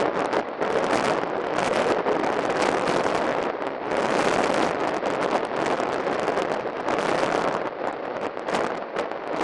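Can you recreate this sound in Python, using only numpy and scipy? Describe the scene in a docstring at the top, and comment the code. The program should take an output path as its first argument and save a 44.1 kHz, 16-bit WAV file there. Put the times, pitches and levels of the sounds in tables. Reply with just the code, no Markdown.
"""Wind batters a helmet camera on a motorcycle that crosses a bridge at a steady speed.
Turbulent eddies hit the microphone port as one-sided pressure pulses that merge into a roar; in gusts
the strongest snap and spit through the port. Vortices shed by the helmet add hollow throbs.
Smooth road rush and a faint engine lie beneath."""
import sys
import numpy as np
from scipy import signal
from scipy.fft import rfft, irfft
from scipy.io import wavfile
from scipy.ndimage import uniform_filter1d, minimum_filter1d

SR = 44100
rng = np.random.default_rng(int(sys.argv[2]) if len(sys.argv) > 2 else 0)


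def waveform_to_disk(signal):
    """Save audio, clipped to [-1, 1], as 16-bit WAV at the path in sys.argv[1]."""
    frames = np.transpose(np.atleast_2d(signal))
    scaled = np.clip(frames, -1, 1) * 32767
    samples = np.round(scaled).astype(np.int16)
    wavfile.write(sys.argv[1], SR, samples)


N = 415863

# spectra of ordinary eddies, of their steep fronts and of the jet in the port: frequency_hz, gain_db
ROAR_SPECTRUM = [(10, -77), (60, -31), (150, -23), (290, -3), (480, -0.5), (700, -2), (1000, -7.5),
                 (1600, -15), (3000, -29), (5000, -40.5), (9000, -84)]
RASP_SPECTRUM = [(300, -5), (800, 3), (1400, 3), (2200, -2), (3200, -9), (4000, -18), (5500, -19),
                 (7500, -42.5), (11000, -91)]
SPIT_SPECTRUM = [(800, -13), (2200, 4.5), (3700, -1), (4700, -0.5), (6500, -3.5), (8500, -7),
                 (10000, -12.5), (11500, -24.5), (12500, -45)]


def undb(db):
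    """Decibels to amplitude ratio."""
    return 10 ** (np.asarray(db) / 20)


def unit(x):
    """Normalisation to rms 1."""
    return x / np.sqrt(np.mean(x ** 2))


def contour(points):
    """Linear interpolation of (time_s, value) points at every sample."""
    return np.interp(np.arange(N) / SR, *np.transpose(points))


def steady(x, samples):
    """Division by the running rms evens the level; single pulses keep their contrast."""
    power = uniform_filter1d(uniform_filter1d(x ** 2, samples), samples)
    return x / np.sqrt(np.abs(power) + np.mean(x ** 2) / 1000)


def colour(x, spectrum, lean=0):
    """Spectral shaping: lean 0 is zero phase (a symmetric pulse), 1 minimum phase (a jump and a tail)."""
    hz, db = np.transpose(spectrum)
    bins_hz = np.maximum(np.arange(N // 2 + 1) * SR / N, 1)
    log_gain = np.log(undb(np.interp(np.log(bins_hz), np.log(hz), db)))
    minimum_phase = 2 * rfft(irfft(log_gain, N)[:N // 2], N).imag
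    return irfft(rfft(x) * np.exp(log_gain + 1j * lean * minimum_phase), N)


def flutter(hz):
    """Band-limited random modulation of rms 1, mostly slower than hz."""
    # frequency_hz, gain_db
    band = [(hz / 6, -20), (hz / 3, 0), (hz, 0), (2 * hz, -14), (8 * hz, -70), (32 * hz, -140)]
    return unit(colour(rng.standard_normal(N), band))


def gust_force():
    """Unsteady flow: the stream's force in dB above its usual value, with brief puffs in the lulls."""
    # force of the stream at the port: time_s, force_db
    stream = [(0, 7.5), (0.12, -9.5), (0.15, -0.5), (0.44, -9.5), (0.56, -18.5), (0.59, -7), (0.64, -1.5),
              (0.76, 2), (0.88, 1.5), (0.96, 6), (1.08, 5), (1.31, -6), (1.52, -2.5), (1.57, 4),
              (1.88, 4.5), (2.05, -6.5), (2.08, -0.5), (2.52, 1.5), (2.68, 7), (2.75, 1), (2.89, 5),
              (3.44, 0), (3.51, -9), (3.73, -8), (3.78, -14), (3.91, 1), (4.22, 6.5), (4.68, 4), (4.74, -4),
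              (4.79, 0.6), (4.98, -0.6), (5.01, -8), (5.06, 0), (5.36, 1.5), (5.49, -5.5), (5.65, 3),
              (5.87, -1.1), (6.38, 1), (6.47, -2.5), (6.57, -2), (6.68, -7), (6.83, -5.5), (6.9, 0),
              (7.05, 4.5), (7.56, 1), (7.59, -6.5), (7.76, -16), (7.79, -9.5), (8.26, -10), (8.285, -14),
              (8.44, -11), (8.55, 4.5), (8.86, -15), (9.29, -11), (9.42, 4.5)]
    # short puffs: start_s, length_s, force_db
    puffs = [(0.181, 0.086, -0.5), (0.327, 0.076, 2.5), (3.623, 0.058, -8), (6.507, 0.042, 1),
             (7.653, 0.041, -4.5), (7.845, 0.056, -4.5), (8.142, 0.035, -4), (8.216, 0.054, -1.5),
             (8.487, 0.185, 1.5), (8.752, 0.032, -3), (8.97, 0.053, 1), (9.037, 0.025, -6.5)]
    rise_db_per_s, fall_db_per_s = 805, 1303
    t = np.arange(N) / SR
    force_db = contour(stream)
    for start_s, length_s, puff_db in puffs:
        before_db = rise_db_per_s * np.maximum(start_s - t, 0)
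        after_db = fall_db_per_s * np.maximum(t - start_s - length_s, 0)
        force_db = np.maximum(force_db, puff_db - before_db - after_db)
    return force_db


def eddies(per_s):
    """Shot noise: eddies strike at random moments and in flurries, many weak and a few strong."""
    hits = (rng.random(N) < per_s / SR) * rng.exponential(1, N)
    hits *= undb(flutter(170))
    return 12.2 * np.tanh(hits / 9.4)  # no eddy exceeds the pressure of the full stream


def buffeting(hits):
    """Large eddies pass slowly, so their pressure pulses carry mostly low frequencies."""
    # spectrum of large eddies: frequency_hz, gain_db
    buffet_spectrum = [(5, -42), (20, -11), (75, -26), (130, 2), (180, 6.5), (260, 5), (450, -33),
                       (1000, -58), (4000, -100)]
    return steady(colour(hits, buffet_spectrum, lean=0.22), samples=3600)


def roaring(hits, gust_db):
    """Superposed pulses merge into a roar, joined by shed vortices that strong gusts break up."""
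    pulses = unit(colour(hits, ROAR_SPECTRUM, lean=0.2))
    vortices = shedding() * undb(-9 - 0.28 * gust_db)
    return steady(pulses + vortices, samples=3000)


def shedding():
    """Vortex shedding from the helmet gives a hollow, narrow band of noise around a wandering pitch."""
    # shedding frequency: time_s, pitch_hz
    shed_pitch = [(0.0, 466), (0.13, 508), (1.26, 518), (1.34, 441), (1.73, 566), (1.84, 468),
                  (3.12, 538.2), (3.28, 493), (5.65, 528), (5.67, 478.4), (6.83, 528), (7.85, 526),
                  (8.11, 467.7), (8.48, 590), (8.54, 496), (9.19, 525.7), (9.22, 578), (9.43, 436)]
    pitch_hz = contour(shed_pitch) * (1 + 0.1408 * flutter(11.97))
    phase = 2 * np.pi * np.cumsum(pitch_hz) / SR
    swell = undb(3.5 * flutter(12))
    return unit(swell * (flutter(59) * np.cos(phase) + flutter(63) * np.sin(phase)))


def rasping(hits):
    """The steep pressure fronts of the stronger eddies carry higher frequencies, heard as a rasp."""
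    fronts = np.maximum(hits - .7, 0)
    torn = jet(fronts, length_s=.0004, hiss_db=4)
    return steady(colour(torn, RASP_SPECTRUM, lean=0.49), samples=1300)


def jet(hits, length_s, hiss_db):
    """Jet noise: each hard impact snaps and drives a brief turbulent burst through the port."""
    t = np.arange(-160, 161) / SR
    burst = np.exp(-np.abs(t) / length_s)
    envelope = np.convolve(hits, burst / np.sqrt(np.sum(burst ** 2)), "same")
    return hits + undb(hiss_db) * envelope * rng.standard_normal(N)


def breaking_in(hits, drive):
    """A pressure threshold, lower as drive goes from 0 to 1, admits only a flurry's hardest eddy."""
    lull_threshold, gust_threshold = 5.4, 0.4
    threshold = lull_threshold + (gust_threshold - lull_threshold) * drive
    local_peak = -minimum_filter1d(-hits, 170)
    hardest = hits * (hits >= local_peak)
    shape_db = np.clip(rng.standard_normal(N), -1.5, 1.5)  # no two eddies have the same shape
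    excess = np.maximum(hardest * undb(shape_db) - threshold, 0)
    return 3.5 * np.tanh(excess / 3.5)  # the port chokes on the hardest


def spitting(hits, spit_db):
    """Intermittent jets in the port: lone, duller spits in a light stream, close tearing in gusts."""
    # treble loss of a weak jet: frequency_hz, gain_db
    weak_jet = [(4000, 0), (6500, 0.5), (8500, -5.5), (10000, -9), (12000, -29)]
    drive = np.clip((spit_db + 66) / 25, 0, 1)
    admitted = breaking_in(hits, drive)
    is_tear = rng.random(N) < .5
    snaps = undb(-3) * unit(jet(admitted * ~is_tear, length_s=.0002, hiss_db=6))
    tears = unit(jet(admitted * is_tear, length_s=.0006, hiss_db=12))
    hiss = unit(colour(rng.standard_normal(N) * undb(2.5 * flutter(200)), SPIT_SPECTRUM))
    strong = steady(colour(snaps + tears, SPIT_SPECTRUM, lean=0.18), samples=3400) + undb(-16) * hiss
    brightness = np.clip(drive * 1.25, 0, 1) ** 2
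    spits = brightness * strong + (1 - brightness) * colour(strong, weak_jet)
    gate = np.clip((spit_db + 80) / 14, 0, 1)  # in deep lulls nothing breaks in
    return spits * gate * undb(spit_db + 6.5)


def wind(gust_db):
    """Turbulent pressure at the port: one stream of eddies feeds four bands, each a power law of force."""
    # eddy size, as large eddies give more roar and less spit: time_s, extra_roar_db
    eddy_size = [(0, 2.5), (0.45, 1), (0.6, 3.5), (0.66, 0.5), (0.8, 0), (1.0, -0.5), (1.35, 1.5),
                 (1.7, -1.1), (2.1, 1.5), (2.55, -0.3), (3.2, 0.1), (3.55, 1.6), (4.2, -0.5), (5.3, 0.6),
                 (5.7, -0.34), (6.2, 0.4), (7.3, -0.5), (7.7, 1.5), (8.22, 0.5), (8.35, -3), (8.6, 0),
                 (9.0, 0), (9.43, 1)]
    sway_hz, lull_db = 11.4, -10
    force_db = gust_db + 0.92 * flutter(sway_hz)
    size_db = contour(eddy_size)
    buffet_db = -45 + 1.17 * force_db + 2 * flutter(sway_hz)
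    roar_db = -26.5 + 0.62 * force_db + size_db + 1.5 * flutter(sway_hz)
    rasp_db = -37 + 1.06 * force_db - 0.2 * np.maximum(lull_db - force_db, 0)  # fronts soften in lulls
    spit_db = -54 + 1.85 * force_db - 0.82 * size_db
    hits = eddies(per_s=2500)
    buffet = buffeting(hits) * undb(buffet_db)
    roar = roaring(hits, gust_db) * undb(roar_db)
    rasp = rasping(hits) * undb(rasp_db)
    return buffet + roar + rasp + spitting(hits, spit_db)


def throbs():
    """Lock-in: the shedding holds one pitch for a moment and swells into a rough, hollow throb."""
    # moments of lock-in: centre_s, pitch_hz, level_db
    lock_ins = [(0.02, 443, -26.5), (0.78, 479, -24), (1.39, 427.6, -31.5), (1.78, 556, -29),
                (1.87, 430, -26), (1.97, 453, -24.5), (2.1, 479, -22.5), (2.2, 370, -28.5),
                (5.68, 412, -33), (6.27, 438, -31), (8.25, 533, -38), (9.0, 516, -31.5)]
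    swell_s = 0.039
    t = np.arange(N) / SR
    roughness = flutter(51) + 1j * flutter(61)
    out = np.zeros(N)
    for centre_s, pitch_hz, level_db in lock_ins:
        near = np.abs(t - centre_s) < 4 * swell_s
        swell = undb(level_db) * np.exp(-((t[near] - centre_s) / swell_s) ** 2)
        out[near] += swell * np.real(roughness[near] * np.exp(2j * np.pi * pitch_hz * t[near]))
    return out


def slaps():
    """Impulse excitation: a lone hard eddy gives a broadband pressure spike with its own spit."""
    # lone eddies, with relative strengths: time_s, pressure_db, spit_db
    hard_eddies = [(0.0574,-3,-52), (0.175,-11,-53), (0.2055,-24,-28), (0.258,-12,-27.5), (0.4878,-14,-43),
                   (0.5331,-16,-64), (0.703,-7.5,-34), (0.843,-6.5,-27), (0.9307,-12,-27), (1.098,-9,-30),
                   (1.235,-5,-37), (1.5921,-9,-23), (1.759,-8,-21), (2.077,-13,-49), (2.327,-9.5,-31),
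                   (2.3948,-11,-32), (2.4534,-5.5,-28.5), (2.517,-14,-43), (2.689,-0.5,-19),
                   (3.1539,-3.5,-27), (3.34,-22,-41), (3.4277,-10,-30.5), (3.501,-6.5,-61), (3.623,-9,-40),
                   (3.6685,-8.5,-37), (3.6756,-9.5,-53), (3.969,-17,-27), (4.205,-10,-29), (4.543,-7,-18),
                   (4.603,-10,-32), (4.632,-6,-32), (4.71,-8,-28), (4.836,-7.5,-38), (4.9445,-10,-34),
                   (5.103,-6.5,-29), (5.2613,-7,-36), (5.3121,-13,-31), (5.3446,-11,-31), (5.4512,-11,-27),
                   (5.5676,-12,-32), (5.6652,-15,-23.5), (5.8011,-9,-26.5), (5.8354,-11,-32),
                   (5.9438,-9,-30), (6.191,-14,-55), (6.1963,-21,-27), (6.2806,-6,-26), (6.3751,-7,-31),
                   (6.421,-7.5,-24), (6.807,-16,-43), (6.887,-4,-33), (7.0283,-6,-25), (7.234,-2.5,-20),
                   (7.3493,-1,-26), (7.378,-12,-31), (7.673,-11,-40), (7.8736,-18,-35), (7.9274,-18,-40),
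                   (8.0541,-21,-44), (8.2676,-9,-34), (8.3734,-11,-50), (8.3949,-14,-38), (8.720,-10.5,-54),
                   (8.8245,-13.5,-67), (8.966,-12,-46), (9.1156,-9,-42), (9.1751,-16,-59),
                   (9.238,-15.5,-61), (9.2756,-13,-39)]
    pushes, jet_hits = np.zeros((2, N))
    for time_s, pressure_db, spit_db in hard_eddies:
        pushes[int(time_s * SR)] += undb(pressure_db)
        jet_hits[int(time_s * SR)] += undb(spit_db)
    thud = undb(24.5) * colour(pushes, ROAR_SPECTRUM, lean=0.4)
    rasp = undb(4) * colour(pushes, RASP_SPECTRUM, lean=0.17)
    spit = undb(15.5) * colour(jet(jet_hits, length_s=0.00039, hiss_db=4), SPIT_SPECTRUM, lean=0.43)
    return thud + rasp + spit


def road():
    """Rolling and flow noise: tyres on concrete and smooth air around the helmet, fluttering slightly."""
    # spectrum of tyres and smooth air: frequency_hz, gain_db
    road_spectrum = [(18, -49), (30, -20), (108, -23), (178, -12), (330, -7), (536, 3), (907, -10),
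                     (1170, -6), (1580, -13), (1970, -11.5), (3260, -26), (4400, -25), (7000, -59),
                     (12000, -86)]
    rush = colour(rng.standard_normal(N), road_spectrum)
    return unit(rush * undb(2.5 * flutter(30))) * undb(-40)


def engine():
    """Source and filter: a train of slightly uneven firings excites the resonances of the exhaust."""
    # response of the exhaust: frequency_hz, gain_db
    exhaust = [(30, -13), (80, -10), (160, 4), (300, 8.5), (500, -5), (900, 15.5), (2000, 4), (5000, -73)]
    firing_hz, level_db = 37.54, -51.5
    cycles = np.cumsum(firing_hz * (1 + .006 * flutter(0.73))) / SR
    firings = np.diff(np.floor(cycles), prepend=0) * undb(1.1 * rng.standard_normal(N))
    return unit(colour(firings - firings.mean(), exhaust, lean=0.5)) * undb(level_db)


def scene():
    """Superposition of the wind at the port and the sound of the ride, in one channel."""
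    return (wind(gust_force()) + slaps() + throbs() + road() + engine())[None]


def record(dry):
    """Saturation and band limits: the microphone rounds spikes and passes no steady pressure."""
    ceiling, bottom_hz, top_hz = .54, 10, 12400
    rounded = dry / (1 + (dry / ceiling) ** 4) ** (1 / 4)
    high_pass = signal.butter(1, bottom_hz, "high", fs=SR, output="sos")
    low_pass = signal.ellip(8, .2, 70, top_hz, fs=SR, output="sos")  # hiss rolls off above about 12 kHz
    return signal.sosfilt(low_pass, signal.sosfilt(high_pass, rounded))


dry = scene()
out = record(dry)
waveform_to_disk(out)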